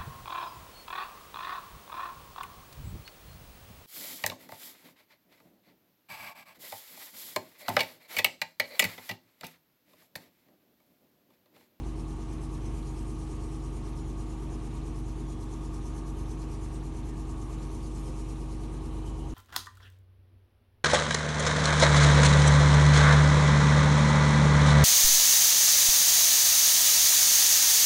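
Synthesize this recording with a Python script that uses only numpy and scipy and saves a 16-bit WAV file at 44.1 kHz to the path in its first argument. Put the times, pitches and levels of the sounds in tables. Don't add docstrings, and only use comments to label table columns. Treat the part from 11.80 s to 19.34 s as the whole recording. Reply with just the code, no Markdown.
import sys
import numpy as np
from scipy import signal
from scipy.fft import rfft, irfft
from scipy.io import wavfile
from scipy.ndimage import uniform_filter1d

SR = 44100
rng = np.random.default_rng(int(sys.argv[2]) if len(sys.argv) > 2 else 0)


def to_wav(s):
    ch = np.atleast_2d(s).T
    pcm = np.round(np.clip(ch, -1, 1) * 32767)
    wavfile.write(sys.argv[1], SR, pcm.astype(np.int16))


N = 332514
TIME = np.arange(N) / SR
BIN_HZ = np.fft.rfftfreq(N, 1 / SR)
SHAFT_HZ, CAGE_HZ, MAINS_HZ = 24.364, 9.037, 49.985
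FIRST_SWISH_S = 0.085


def amp(db):
    return 10 ** (np.asarray(db) / 20)


def unit(x):
    return x / np.sqrt(np.mean(x ** 2) + 1e-20)


def bell(x):
    return np.exp(-np.minimum(x ** 2, 20))


def colour(points):
    hz, db = np.transpose(points)
    return amp(np.interp(np.log(BIN_HZ + 1), np.log(hz), db))


def noise(gain):
    real, imaginary = rng.standard_normal((2, len(BIN_HZ)))
    return unit(irfft(gain * (real + 1j * imaginary), N))


def noise_band(hz, half_width_hz):
    return noise(bell((BIN_HZ - hz) / half_width_hz))


def drift(rate_hz):
    return noise(bell(BIN_HZ / rate_hz))


def tone(hz, db, waver=0.06):
    angle = 2 * np.pi * (hz * TIME + rng.random())
    knots_s = np.linspace(0, TIME[-1], 40)
    swell = np.interp(TIME, knots_s, waver * rng.standard_normal(len(knots_s)))
    lag = np.interp(TIME, knots_s, waver * rng.standard_normal(len(knots_s)))
    return np.sqrt(2) * amp(db) * (1 + swell) * np.sin(angle + lag)


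# multiple of the shaft speed, level in dB.
PUMP_TONES = [(2, -36.5), (3, -48), (4, -55), (5, -68), (6, -48), (7, -61), (8, -59.5), (9, -59.5),
              (10, -53), (12, -58), (13, -46), (14, -59.5), (15, -60), (17, -60), (19, -71), (39, -67.5)]


def pump(dip_s=3.68, dip_half_s=0.22, dip_db=-2):
    deep, *others = (tone(order * SHAFT_HZ, db, waver=0.032) for order, db in PUMP_TONES)
    dip = amp(dip_db * bell((TIME - dip_s) / dip_half_s))
    return deep * dip + sum(others)


# multiple of the mains, multiple of the shaft speed added, level in dB.
HUM_TONES = [(2, 0, -51.5), (2, 1, -46.5), (2, 2, -58), (4, 0, -60.5), (8, 0, -65)]
# multiple of the mains added to the bar rate, level in dB.
WHINE_TONES = [(4, -66), (6, -73), (8, -68), (10, -69), (12, -84)]


def motor(rotor_bars=30):
    hum = sum(tone(mains * MAINS_HZ + shaft * SHAFT_HZ, db, waver=0.013)
              for mains, shaft, db in HUM_TONES)
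    bar_hz = rotor_bars * SHAFT_HZ
    whine = sum(tone(bar_hz + mains * MAINS_HZ, db, waver=0.2) for mains, db in WHINE_TONES)
    return hum + whine


# frequency in Hz, relative level in dB.
HOUSING_EQ = [(150, -6.5), (260, -3.5), (370, 1.5), (450, -2.5), (500, -3), (635, -15.5), (658, -3),
              (760, -5), (810, -4.5), (945, -4), (1030, -15), (1095, 0), (1165, -11), (1205, -4),
              (1370, -43)]
# multiple of the shaft speed,
# multiple of the cage speed added, level in dB.
BEARING_TONES = [(2, 1, -63), (4, -3, -56.5), (4, -1, -57.5), (6, -1, -69.5), (6, 1, -69), (7, -2, -64.5),
                 (7, -1, -63.5), (9, 1, -61.5), (10, -1, -58), (10, 1, -57.5), (14, 1, -60), (15, -1, -65),
                 (15, 1, -65.5), (17, -1, -63), (30, -1, -74), (34, -2, -66), (37, -1, -71.5),
                 (46, -3, -74)]


def grumble(thicket_db=-52.5, uneven_db=7.5):
    shaft_orders, cage_orders = np.meshgrid(np.arange(4, 70), np.arange(-4, 5))
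    tone_hz = shaft_orders * SHAFT_HZ + cage_orders * CAGE_HZ
    bins = np.round(tone_hz * N / SR).astype(int)
    gains = amp(uneven_db * rng.uniform(-0.42, 1, bins.shape))
    spectrum = np.zeros(len(BIN_HZ), complex)
    spectrum[bins] = gains * np.exp(2j * np.pi * rng.random(bins.shape))
    thicket = amp(thicket_db) * unit(irfft(spectrum * colour(HOUSING_EQ), N))
    strong = sum(tone(shaft * SHAFT_HZ + cage * CAGE_HZ, db, waver=0.079)
                 for shaft, cage, db in BEARING_TONES)
    return thicket + strong


# frequency in Hz, relative level in dB.
AIR_EQ = [(22, -13), (45, -5.5), (68, 0.4), (105, -4.5), (160, -7.8), (200, -9.5), (400, -12.5), (560, -23),
          (1200, -23.5), (1380, -28.5), (1900, -31.5), (2300, -30), (2900, -31.5), (4900, -42.5),
          (11500, -55.5)]
# peak time in seconds, half length in seconds,
# centre in Hz, half width in Hz, peak level in dB.
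RUSH_SWELLS = [(0.93, 0.33, 2450, 200, -72), (1, 2.2, 3060, 270, -76), (3.7, 0.37, 3500, 240, -71.5),
               (4.5, 1.3, 1650, 270, -72.5), (6.4, 0.33, 2520, 500, -68), (6.24, 0.58, 3200, 1100, -70),
               (7.4, 0.5, 3000, 260, -67.5), (7, 0.59, 4000, 260, -74), (6.44, 0.73, 500, 110, -62),
               (7.3, 0.3, 470, 100, -59), (7.4, 0.6, 860, 220, -59)]


def air(level_db=-45.5, swell_db=0.66, flicker_db=2.7):
    rush = amp(level_db + swell_db * drift(3.8)) * noise(colour(AIR_EQ))
    for peak_s, half_s, hz, half_width_hz, db in RUSH_SWELLS:
        envelope = amp(db + flicker_db * drift(28)) * bell((TIME - peak_s) / half_s)
        rush += envelope * noise_band(hz, half_width_hz)
    drone = tone(hz=69.4, db=-58)
    return rush + drone


# frequency in Hz, relative level in dB.
RUB_EQ = [(2500, -67), (4100, -3.5), (4650, 0), (4900, -4), (5300, 1), (6000, 3), (7100, 1.5), (7550, -1),
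          (8500, 2.5), (9600, 0.5), (10350, -3.5), (11200, -0.5), (11800, -12.5)]
# centre in Hz, half width in Hz, peak level in dB against
# the rubbing, peak time in seconds, half length in seconds.
STEEL_MODES = [(4130, 80, -16, 0.2, 1.0), (5160, 67, -11, 2.6, 0.96), (5820, 55, -18, 3.8, 0.8),
               (5800, 36, -13, 3, 2.4), (6260, 40, -11, 3.2, 0.8), (6300, 75, -11, 4.4, 0.99),
               (6840, 33, -8, 2.7, 0.8), (6940, 65, -18, 8, 1.3), (7170, 55, -12, 5.6, 1.6)]


def steel_hiss(rest_gain=0.43):
    hiss = noise(colour(RUB_EQ))
    for hz, half_width_hz, db, peak_s, half_s in STEEL_MODES:
        envelope = rest_gain + (1 - rest_gain) * bell((TIME - peak_s) / half_s)
        hiss += amp(db) * envelope * noise_band(hz, half_width_hz)
    return hiss


def patchy(sound, depth_db):
    frames = signal.stft(sound, nperseg=512)[2]
    patches = uniform_filter1d(rng.standard_normal(frames.shape), size=7, axis=0)
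    patches = uniform_filter1d(patches, size=9, axis=1)
    return signal.istft(frames * amp(depth_db * unit(patches)), nperseg=512)[1][:N]


# peak time in seconds,
# half length in seconds, level boost in dB, change in pulse depth in dB.
HISS_SPELLS = [(1.4, 0.66, 2.5, -1.1), (2.8, 0.3, 0, -0.5), (3.95, 0.38, 1.4, 0), (4.7, 0.35, 1, 0),
               (6.15, 0.58, 3, -0.5)]


def swish(level_db=-61.5, depth_db=3.5, slip_turns=0.004, dry_s=4.9, dry_half_s=0.81, dry_db=0.6):
    for peak_s, half_s, boost_db, depth_change_db in HISS_SPELLS:
        spell = bell((TIME - peak_s) / half_s)
        level_db += boost_db * spell
        depth_db += depth_change_db * spell
    depth_db += dry_db * bell((TIME - dry_s) / dry_half_s)
    cage_turns = CAGE_HZ * (TIME - FIRST_SWISH_S) + slip_turns * drift(2)
    pulse_db = depth_db * np.cos(2 * np.pi * cage_turns)
    shaft_angle = 2 * np.pi * SHAFT_HZ * TIME
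    pulse_db += 0.63 * np.cos(shaft_angle)
    pulse_db += 0.24 * np.cos(2 * shaft_angle)
    pulse_db += 0.45 * drift(40) + 0.53 * drift(300)
    hiss = patchy(steel_hiss(), depth_db=1.84)
    return amp(level_db) * unit(hiss * amp(pulse_db))


def ticks(level_db=-72, decay_s=0.021, scatter_db=1):
    half_turns = 2 * CAGE_HZ * (TIME - FIRST_SWISH_S) + 2
    tick_index = half_turns.astype(int)
    strength = amp(scatter_db * rng.standard_normal(tick_index[-1] + 1))[tick_index]
    age_s = half_turns % 1 / (2 * CAGE_HZ)
    ring = noise_band(hz=3850, half_width_hz=750)
    return amp(level_db) * unit(ring * strength * np.exp(-age_s / decay_s))


# time in seconds, boost or cut in dB.
WHIRR_RIDE = [(0, 0), (2.5, 0.5), (3.45, -0.5), (3.75, 1.8), (4.3, 2), (4.7, 0), (5.2, -2), (5.65, 3),
              (6.05, -0.5), (6.3, 2), (6.75, -1.7), (7.1, 0.8), (7.54, -0.5)]


def whirr(sound, centre_hz=1150, half_width_hz=220, flutter_db=0.05):
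    band = irfft(rfft(sound) * bell((BIN_HZ - centre_hz) / half_width_hz), N)
    gain_db = np.interp(TIME, *np.transpose(WHIRR_RIDE)) + flutter_db * drift(17)
    return sound + (amp(gain_db) - 1) * band


# peak time in seconds, half length in seconds,
# pitch in Hz, pitch wobble in Hz, peak level in dB.
SQUEAKS_AND_BUMP = [(3.54, 0.09, 3300, 70, -69), (4.37, 0.019, 3040, 60, -65), (5.33, 0.04, 1760, 50, -65),
                    (6.285, 0.029, 3100, 60, -69), (6.295, 0.028, 519, 20.5, -51.5)]


def blip(peak_s, half_s, hz, wobble_hz, db):
    angle = 2 * np.pi * np.cumsum(hz + wobble_hz * drift(89)) / SR
    return np.sqrt(2) * amp(db) * bell((TIME - peak_s) / half_s) * np.sin(angle)


def scene():
    body = pump() + whirr(motor() + grumble() + air())
    cage = swish() + ticks()
    spots = sum(blip(*row) for row in SQUEAKS_AND_BUMP)
    return (body + cage + spots)[None]


def record(dry):
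    cutoff_hz = 11900
    lowpass = signal.firwin(401, cutoff_hz, window=("kaiser", 9), fs=SR)
    return signal.oaconvolve(dry, lowpass[None], "same")


dry = scene()
out = record(dry)
to_wav(out)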